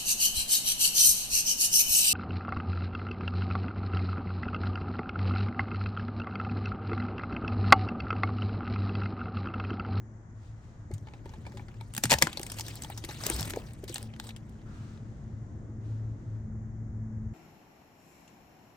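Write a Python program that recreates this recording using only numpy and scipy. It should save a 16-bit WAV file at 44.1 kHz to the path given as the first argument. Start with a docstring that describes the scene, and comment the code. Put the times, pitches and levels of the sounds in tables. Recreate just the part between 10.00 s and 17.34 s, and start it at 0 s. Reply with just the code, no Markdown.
"""Handling a cardboard box

A hand grips, tilts and strokes a painted box in a quiet room. Paint and paper snap in short bursts,
the hollow box answers with dull knocks, fingers hiss over it and a sleeve rustles. Ventilation hums
underneath. Two close microphones, left and right, hear the treble out of step."""
import sys
import numpy as np
from scipy import signal
from scipy.fft import rfft, irfft, next_fast_len
from scipy.io import wavfile
from scipy.ndimage import uniform_filter1d

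SR = 44100
rng = np.random.default_rng(int(sys.argv[2]) if len(sys.argv) > 2 else 0)


def master_out(mix):
    """Clip the mix to full scale and print it as 16-bit PCM to the path in sys.argv[1]."""
    frames = np.transpose(np.atleast_2d(mix))
    ceiling = np.clip(frames, -1, 1)
    pcm = np.round(ceiling * 32767).astype(np.int16)
    wavfile.write(sys.argv[1], SR, pcm)


N = 323538


def gain_of(db):
    return 10 ** (np.asarray(db) / 20)


def unit_rms(x):
    return x / np.sqrt(np.mean(x ** 2) + 1e-20)


def value_at(points, hz):
    """Look up a frequency in a table, gliding between its rows."""
    f, value = np.transpose(points)
    return np.interp(np.log(hz + 1), np.log(f + 1), value)


def curves(rows):
    """Each level column of a timed table, in dB at every sample."""
    times, *columns = np.transpose(rows)
    return [np.interp(np.arange(N) / SR, times, c, left=-120, right=-120) for c in columns]


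def swells(rows, depth_db=14.5):
    """Each row rises, holds and falls, in dB at every sample."""
    t = np.arange(N) / SR
    dip = depth_db * np.array([1, 0, 0, 1])
    return np.array([np.interp(t, np.sort(r[:4]), r[4] - dip, left=-120, right=-120) for r in rows])


def add(mix, start, sound):
    part = mix[:, round(start * SR):][:, :sound.shape[1]]
    part += sound[:, :part.shape[1]]


def colour(x, gain):
    """Turn each frequency up or down by gain(Hz)."""
    size = next_fast_len(x.shape[-1])
    return irfft(rfft(x, size) * gain(np.fft.rfftfreq(size, 1 / SR)), size)[..., :x.shape[-1]]


def unit_band(x, lo_hz, hi_hz):
    """Scale x so that one band of it has an average strength (rms) of 1."""
    return x / np.sqrt(np.mean(colour(x, lambda f: (f > lo_hz) & (f < hi_hz)) ** 2))


def drift(per_s):
    """A random wander that picks a new goal per_s times a second."""
    goals = rng.standard_normal(int(N / SR * per_s) + 2)
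    return np.interp(np.arange(N) * per_s / SR, np.arange(len(goals)), goals)


def grit(size, spread_db):
    """Two noises of tiny cracks, with the same crack sizes; a few are larger."""
    crack_db = spread_db * np.minimum(rng.exponential(1, size // 8 + 1), 5)
    return unit_rms(gain_of(crack_db).repeat(8)[:size] * rng.standard_normal((2, size)))


# Roughly how far the left side runs ahead: f/Hz, lead/rad
LEFT_LEAD = [(600, 0), (1150, 1.3), (2700, 1.6), (4000, .6), (6100, .4), (7250, 1.6), (7900, .3),
             (8700, -.2), (10250, -np.pi), (11500, -5.8), (12500, -6.4), (13900, -3 * np.pi),
             (15200, -12.3), (16500, -12.5)]
# How alike the sides are, for near and far sounds: f/Hz, likeness/0-1
NEAR_LIKENESS = [(250, 1), (700, 0.8), (1300, .9), (4000, .55), (7000, .5), (8000, 0.65), (10200, 1),
                 (12500, .85), (14000, 0.9)]
FAR_LIKENESS = [(60, 1), (200, 0.87), (400, 0.86), (1000, 0.15), (4000, .3), (9000, 0.17), (10500, .7)]
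# Roughly how much louder the left side is: f/Hz, level/dB
NEAR_BALANCE = [(200, 4), (1500, 0), (5500, 4), (7200, 2), (8000, 0), (15000, -1)]
FAR_BALANCE = [(60, 1.86), (300, 0), (3500, 1.6), (6000, 13), (7300, 7), (8300, 1.5), (12000, -1.5)]
def microphones(pair, likeness, balance):
    """Blend two signals into left and right: partly alike, out of step, unequally loud."""
    def lean(f, side):
        return gain_of(side * value_at(balance, f) / 2) * np.exp(.5j * side * value_at(LEFT_LEAD, f))
    alike = lambda f: np.clip(value_at(likeness, f), 0, 1)
    left = colour(pair[0], lambda f: lean(f, 0.98))
    right = colour(pair[0], lambda f: alike(f) * lean(f, -1.1))
    right += colour(pair[1], lambda f: np.sqrt(1 - alike(f) ** 2) * lean(f, -1))
    return np.array([left, right])


# The fan's tone, growing and fading: t/s, hum level/dB, octave level/dB
FAN_LEVELS = [(0.0, -48.5, -59.5), (0.53, -49.5, -67.5), (0.69, -57, -62.5), (1.0, -45, -60.5),
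              (1.12, -57, -68), (1.55, -46, -55), (1.69, -55, -58), (1.8, -42, -57.5), (2.0, -54, -56),
              (2.12, -41, -49), (2.35, -69, -59), (2.72, -41.5, -79), (2.84, -56, -60), (2.96, -41.5, -64),
              (3.19, -56, -60), (3.42, -52.5, -61), (3.9, -55.5, -62.5), (4.04, -44, -49),
              (4.48, -53.5, -53.5), (5.05, -44, -54.5), (5.15, -56, -53), (5.46, -41.5, -56.5),
              (5.7, -46, -52), (5.9, -35, -56.5), (6.05, -37.5, -53), (6.22, -45.5, -55),
              (6.35, -35.5, -56), (6.46, -49.5, -45.5), (6.66, -39, -45), (6.97, -40, -49.5),
              (7.21, -39.5, -41), (7.34, -43.5, -46.5)]
# Moving air: t/s, rumble level/dB, duct roar level/dB
AIR_LEVELS = [(0.0, -56.5, -60.5), (0.4, -52.5, -69), (1.43, -50, -58.5), (1.9, -51, -64), (2.3, -52, -57),
              (3.1, -50, -59.5), (3.43, -46, -50), (3.7, -50.5, -60), (4.45, -52, -59.5),
              (5.27, -47, -57.5), (5.9, -50.5, -55), (6.56, -45, -59), (7.34, -45, -61)]
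# Tone colour of the air: f/Hz, level/dB
AIR_COLOUR = [(15, -26), (30, -9.5), (115, -3), (170, -12.5), (240, -16), (320, -18), (390, -25),
              (570, -31), (1100, -40.5), (2000, -46), (2600, -61.5), (4500, -67.5), (7000, -55.5),
              (8500, -70.5), (10500, -83.5), (15600, -110)]
def ventilation(hum_hz=109.5, waver_db=1, hiss_db=-64.5):
    """A fan hums over moving air; rumble and duct roar swell, the hiss hardly does."""
    cycles = np.cumsum(hum_hz + .8 * drift(5)) / SR
    out = np.zeros((2, N))
    for harmonic, db in enumerate(curves(FAN_LEVELS), 1):
        flutter = 1 + .25 * drift(25)  # swirling air shakes the tone
        tone = unit_rms(flutter * np.cos(2 * np.pi * harmonic * cycles))
        out[0] += gain_of(db + waver_db * drift(8.7)) * tone
    rumble_db, roar_db = curves(AIR_LEVELS)
    air = colour(rng.standard_normal((2, N)), lambda f: gain_of(value_at(AIR_COLOUR, f)))
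    rumble = colour(air, lambda f: 1 / (1 + (f / 180) ** 4))
    roar = colour(air - rumble, lambda f: 1 / (1 + (f / 700) ** 4))
    out += gain_of(rumble_db) * unit_band(rumble, 30, 90)
    out += gain_of(roar_db) * unit_band(roar, 250, 400)
    out += gain_of(hiss_db + 0.3 * drift(4.9)) * unit_rms(air - rumble - roar)
    return microphones(out, FAR_LIKENESS, FAR_BALANCE)


# Arm moves: 4 x t/s (once sorted: start, full, easing, end), level/dB, hollow note against hiss/dB
ARM_MOVES = [(0.347, 0.438, 0.48, 0.6, -73, -17), (0.56, 0.65, 0.64, 0.99, -74.5, -10),
             (4.449, 4.545, 4.66, 4.56, -77, 3), (4.66, 4.7, 5.07, 4.66, -81.5, 18.5),
             (4.65, 4.753, 4.95, 5.04, -70.5, -5), (5.001, 5.133, 6, 5.06, -77, -3),
             (5.806, 5.849, 5.93, 6.14, -76, 3), (6.2, 6.35, 5.96, 6.52, -81, 4.5)]
# Tone colour of the cloth: f/Hz, level/dB
CLOTH_COLOUR = [(1500, -10.5), (2500, -2.5), (6300, -7), (8400, -10.5), (10100, -21), (14000, -27.5)]
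def sleeve():
    """Cloth hisses in short swells as the arm moves; its folds add a hollow note."""
    moves = gain_of(swells(ARM_MOVES))
    noise = rng.standard_normal((2, N))
    hiss = unit_band(colour(noise, lambda f: gain_of(value_at(CLOTH_COLOUR, f))), 2500, 5000)
    hollow = unit_rms(colour(noise, lambda f: 1 / (1 + ((f - 1350) / 300) ** 2)))
    hollow_gain = gain_of(np.transpose(ARM_MOVES)[5]) @ moves
    return microphones(moves.sum(0) * hiss + hollow_gain * hollow, FAR_LIKENESS, NEAR_BALANCE)


# Tone colour of cracking paint: f/Hz, level/dB
PAINT_COLOUR = [(300, -24.5), (1200, -3), (2200, -1), (6000, -4.5), (8000, -4), (10000, -6.5), (12700, -12),
                (15300, -12), (16200, -28), (17000, -63)]
def paint_db(f, bright_hz, tilt_db, bump_db):
    """The paint's colour, with one bright spot and the treble tilted up or down."""
    bump = bump_db * np.exp(-(np.log(f / bright_hz + 1e-9) / 0.21) ** 2)
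    treble_octaves = np.clip(np.log2(f / 4000 + 1e-9), 0, 2)
    return value_at(PAINT_COLOUR, f) + bump + tilt_db * treble_octaves


# Fingers dragging over paint: 4 x t/s (once sorted: start, full, letting go, end), level/dB,
# box against hiss/dB, bright spot f/Hz, treble tilt/dB per octave
STROKES = [(0.89, 0.93, 0.92, 2.4, -72, -17, 6100, -3), (1.03, 1.07, 1.3, 1.17, -69, -8, 2600, -8),
           (1.23, 1.27, 1.24, 2.9, -66, -6, 2597, -7), (1.42, 1.46, 1.61, 1.74, -63, -5, 1900, -8),
           (1.72, 1.85, 1.84, 3.3, -67, -16.5, 5000, -4), (2.04, 2.12, 2.52, 2.28, -51.5, -10, 2498, -4),
           (2.3, 2.4, 2.74, 2.73, -59, 0, 4000, -2), (2.54, 2.59, 3.4, 2.46, -52.5, -8, 5000, -2),
           (2.63, 2.67, 3.1, 2.7, -52.5, -4.5, 3540, -2), (2.8, 2.83, 2.93, 2.96, -56, -2.5, 3900, -2),
           (2.95, 2.97, 2.9, 3.01, -60, -2, 4000, -3), (3.03, 3.045, 3.06, 3.08, -61.5, -2, 4300, -2),
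           (3.07, 3.095, 3.19, 3.24, -51, -10, 3700, -2), (3.15, 3.25, 3.42, 3.46, -41.5, -8.5, 5600, -1),
           (3.42, 3.45, 3.52, 3.56, -51, -6, 2200, -1), (3.52, 3.55, 3.59, 3.77, -58, 4, 2400, -4),
           (3.6, 3.63, 3.72, 3.8, -70, -10, 2000, -12), (3.83, 3.845, 3.4, 4.9, -65.5, -14, 2200, -4),
           (3.87, 3.885, 3.99, 4.06, -55.5, -9, 3400, -1), (3.96, 4.0, 3.83, 4.1, -57, 4, 3600, -2),
           (4.11, 4.14, 4.1, 4, -67.5, -7, 2500, -6), (4.21, 4.24, 4.3, 4.33, -61.5, 1, 3600, -1),
           (4.35, 4.365, 4.385, 4.41, -67.5, -17, 2500, -6)]
def finger_strokes():
    """Skin sticks and slips, making a gritty hiss; some of it sounds through the box."""
    levels = swells(STROKES)
    strongest = np.array(STROKES)[levels.argmax(0)]  # the loudest stroke sets the colour
    body_db, bright_hz, tilt_db = uniform_filter1d(strongest[:, 5:].T, size=600, axis=1)
    rub = grit(N, spread_db=1.5) * gain_of(0.83 * drift(60) + 2.1 * drift(200))
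    f, t, spectrum = signal.stft(rub, SR, nperseg=256)
    at = np.minimum(np.round(t * SR).astype(int), N - 1)
    patches = rng.standard_normal(spectrum.shape[1:])  # smoothed into drifting patches of colour
    patches = unit_rms(uniform_filter1d(uniform_filter1d(patches, size=8, axis=0), size=7, axis=1))
    spectrum *= gain_of(paint_db(f[:, None], bright_hz[at], tilt_db[at], bump_db=4) + 4.3 * patches)
    hiss = unit_band(signal.istft(spectrum, SR, nperseg=256)[1][:, :N], 2000, 9000)
    box_colour = [(150, -17.5), (350, 8.5), (900, 1.5), (2000, -20.5)]  # f/Hz, level/dB
    body = unit_rms(colour(rub, lambda f: gain_of(value_at(box_colour, f))))
    sound = gain_of(levels.max(0)) * (hiss + gain_of(body_db) * body)
    return microphones(sound, NEAR_LIKENESS, NEAR_BALANCE)


def ring(t, hz, db, fade):
    """A tone that dies away by 60 dB in `fade` seconds."""
    return gain_of(db - 60 * t / fade) * np.sin(2 * np.pi * hz * t)


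# Fingertips tap the panels; the whole box shifts on the counter. Both: t/s, level/dB, f/Hz, fade/s
FINGER_TAPS = [(0.906, -28.5, 360, 0.035), (1.256, -35, 380, 0.046), (1.538, -45.5, 376, 0.3),
               (1.978, -22, 195, 0.034), (2.04, -18, 267, 0.038), (2.119, -18, 231, 0.04),
               (2.221, -21, 318, 0.065), (2.268, -32.5, 330, 0.052), (2.372, -29, 570, 0.015),
               (2.398, -25.5, 360, 0.031), (3.038, -33.5, 334, 0.064), (3.087, -30.5, 340, 0.033),
               (3.264, -26.5, 418, 0.038), (3.299, -26.5, 330, 0.085), (3.536, -31.5, 377, 0.046),
               (3.57, -14, 470, 0.021), (3.834, -25, 383, 0.028), (3.895, -32.5, 338, 0.077),
               (5.574, -42, 229.5, 0.047)]
BOX_SHIFTS = [(0.921, -25.5, 99.5, 0.19), (2.046, -20.5, 115, 0.13), (2.121, -21.5, 130.2, 0.11),
              (2.133, -25, 70, 0.22), (2.228, -19, 150, 0.08), (3.326, -21.5, 61, 0.18),
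              (3.397, -22.5, 104.6, 0.13)]
def knocks():
    """A soft blow swells for about one cycle and dies; a second panel tone roughens it."""
    out, t = np.zeros((1, N)), np.arange(12000) / SR
    for start, db, hz, fade in [*FINGER_TAPS, *BOX_SHIFTS]:
        fade = max(fade, .02)
        blow = ring(t, hz, db, fade) + ring(t, 1.5 * hz, db - 5.5, 0.84 * fade)
        rise = np.minimum(t * hz / 1.1, 1) ** 1.6
        add(out, start, blow[None] * rise)
    return out * gain_of([[.7], [-.7]])


# The tones the box rings with: f/Hz, level/dB, fade/s
BOX_TONES = [(590, -14, 0.036), (848, -3, .045), (978, -3.5, 0.023), (1220, -11, 0.017), (1770, -6.5, .02),
             (2170, -6, .015)]
def box_ring():
    """The panels answer one click; the grip bends each tone a little."""
    t = np.arange(2048) / SR
    bends = rng.uniform(-0.83, 1, len(BOX_TONES))
    return sum(ring(t, hz * (1 + 0.075 * bend), db + 3 * bend, fade)
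               for (hz, db, fade), bend in zip(BOX_TONES, bends))[None]


# Paint and paper snapping: t/s, level/dB, box against burst/dB, bright spot f/Hz, fade/s,
# treble tilt/dB per octave
PAINT_SNAPS = [(0.912, -46.5, 4.5, 1670, 0.033, -3), (0.9365, -39, -27, 7300, .048, 2.5),
               (0.98, -45.5, -11, 6260, 0.015, 0), (1.07, -45.5, 3.5, 2590, .03, -13),
               (1.084, -43, -2.5, 1550, 0.018, -14), (1.135, -39.5, -0.5, 2380, 0.032, -13),
               (1.2555, -42.5, 2, 1880, .029, -4.5), (1.291, -45.5, -3, 6360, 0.041, -7),
               (1.3355, -43.5, 3, 2380, 0.038, -7), (1.4514, -45.5, 3.5, 1590, 0.03, -10),
               (1.464, -38.5, 9.5, 1530, 0.037, -7.5), (1.5191, -41.5, -4, 1650, 0.035, -5.5),
               (1.5705, -38, -6.5, 1830, 0.038, -7), (1.5945, -41.5, 4.5, 1610, .01, -9),
               (1.6822, -44, -6.5, 1510, 0.046, -11), (1.74, -49, -2, 2300, 0.022, -7),
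               (1.8024, -47, -20, 2100, .018, -9), (1.8091, -35, 0, 3600, .014, -2),
               (1.9369, -26.5, -30, 8472, .013, 1.5), (1.9485, -24, -33.5, 3080, .01, 1),
               (1.9646, -22, -19, 8400, .011, -1), (1.9771, -14.5, -21.5, 2052, .016, 4.5),
               (2.036, -7, -16.5, 6300, .021, .5), (2.0538, -16.5, -20.5, 9200, .016, -2),
               (2.0958, -18, -15, 8240, .027, -.5), (2.1028, -14.5, -28, 6753, .02, -4),
               (2.1081, -8.5, -11.5, 5870, 0.022, -1.5), (2.1162, -3, -10.5, 2091, .024, -1),
               (2.1262, -5.5, -5.5, 1705, 0.029, 0), (2.137, -6.5, -10, 1740, 0.018, -3.5),
               (2.1845, -21, -12.5, 5853, 0.023, 2), (2.2147, -21.5, -4.5, 2970, .019, -2.5),
               (2.222, -1.5, -10.5, 2185, 0.02, -1.5), (2.2694, -15.5, -5.5, 1591, .013, -5),
               (2.3283, -27.5, -22, 3240, .025, -2.5), (2.3712, -19, -15.5, 4470, .032, -2.5),
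               (2.3941, -25.5, -10.5, 3073, .013, 1.5), (2.4131, -33, -21, 2990, 0.018, 7),
               (2.43, -24, -12.5, 8780, .016, -1.5), (2.4643, -28, -33, 8200, .025, 1.5),
               (2.4985, -27.5, -16, 5220, 0.03, 1), (2.517, -24.5, -15.5, 8900, .015, 3),
               (2.5848, -27, -16, 2660, .027, 0.5), (2.5952, -21.5, -11, 6120, 0.0074, 3),
               (2.6071, -22, -31.5, 6040, .025, 0), (2.664, -31, -13, 3940, .024, 2.5),
               (2.6815, -29.5, -17, 3460, .024, 5.5), (2.754, -32, -19, 8650, .013, 9.5),
               (2.82, -25, -18.5, 8050, .024, 1), (2.8343, -29.5, -17, 6300, .022, 2),
               (2.845, -29, -11, 3230, .023, -2), (2.899, -33, 1.5, 1510, 0.0245, 11),
               (2.963, -44, -5, 5950, .025, -3), (2.9745, -29.5, -13, 5710, 0.051, 1.5),
               (3.038, -31, -24, 3990, .033, -2.5), (3.0464, -26.5, -15, 4300, .026, 3),
               (3.088, -31.5, -5, 4260, 0.06, -0.5), (3.236, -23, -10, 5360, .017, 2),
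               (3.2643, -11, -24, 5350, 0.011, 7.5), (3.2986, -8, -16.5, 8830, .007, 1.5),
               (3.362, -26.5, -25, 5440, .02, 5), (3.3942, -24, -13, 6000, .032, -3),
               (3.4064, -21.5, -10.5, 5210, .017, 5.5), (3.4274, -20.5, -21, 4500, 0.0082, 1),
               (3.4505, -32, -13.5, 2140, 0.074, 4), (3.497, -28.5, -32, 3520, .025, 3.5),
               (3.504, -23, -30, 3560, 0.019, 3.5), (3.535, -25.5, -6, 1810, 0.011, -12),
               (3.56, -31, -2.5, 6140, 0.0053, 6), (3.685, -44.5, -7, 1551, 0.017, -3),
               (3.7073, -46, -18, 1858, .022, -6), (3.7334, -40, -26, 8400, .012, 3),
               (3.839, -37, -10.5, 2462, 0.024, 2), (3.878, -36, -17, 4240, 0.13, 0),
               (3.8936, -30, -24, 5840, 0.026, 1), (3.9234, -39, -18, 7750, 0.017, 4),
               (3.942, -21, -44, 8400, .02, 6.5), (3.9571, -22, -13, 3500, 0.014, -4),
               (3.9638, -28.5, -28, 8110, .025, -1), (3.9804, -26, -12, 3150, 0.007, 3),
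               (4.0273, -29, -20, 9150, 0.0084, 1), (4.136, -37.5, -9, 3080, 0.02, -16),
               (4.1618, -38, -17, 1820, .016, -5), (4.198, -22.5, -18, 3804, 0.0088, -3),
               (4.2384, -41, -10, 4470, 0.065, 4), (4.2673, -38.5, -24, 8180, 0.079, -2.5),
               (4.2893, -31.5, -11, 3650, 0.035, -3), (4.3047, -38.5, -28, 3392, 0.031, -6),
               (4.362, -35, -20, 3112, 0.025, -1.5), (4.4928, -50, -12.5, 1576, .02, 5.5),
               (4.6154, -49, -12, 2090, 0.021, -9.5), (4.9741, -51, -12, 2500, .02, -14)]
def snaps(rise_s=.0016, tail_db=-21.5):
    """Strain builds as a scrape, cracks burst and ring the box, then a faint tail scrapes on."""
    out, t = np.zeros((2, N)), np.arange(-600, 3000) / SR
    age = t - rise_s  # seconds since the peak
    build = np.clip(t / rise_s, 0, 1) ** 2.4 + gain_of(-23.5 + 60 * age / .035)
    for start, db, body_db, bright_hz, fade, tilt_db in PAINT_SNAPS:
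        fall = gain_of(-60 * age / fade) + gain_of(tail_db - 60 * age / 0.16)
        shape = np.where(age < 0, np.minimum(build, 1), fall)
        cracks = grit(len(t), spread_db=0.5)
        ripple_db = 2.9 * rng.standard_normal(64)  # each snap has its own uneven colour
        uneven = lambda f: np.interp(f, np.linspace(0, SR / 2, len(ripple_db)), ripple_db)
        paint = lambda f: gain_of(paint_db(f, bright_hz, tilt_db, bump_db=7.5) + uneven(f))
        burst = shape * colour(cracks, paint)
        body = signal.oaconvolve(cracks * shape, box_ring(), axes=1)[:, :len(t)]
        sound = burst / abs(burst).max() + gain_of(body_db) * body / abs(body).max()
        add(out, start + t[0], gain_of(db) * sound)
    return microphones(out, NEAR_LIKENESS, NEAR_BALANCE) * gain_of([[.5], [-.5]])  # slightly left


def scene():
    return snaps() + knocks() + finger_strokes() + sleeve() + ventilation()


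def record(dry):
    """Cut off the very highest treble."""
    lowpass = signal.firwin(511, 17100, window=("kaiser", 9), fs=SR)
    return signal.oaconvolve(dry, lowpass[None], "same")


dry = scene()
out = record(dry)
master_out(out)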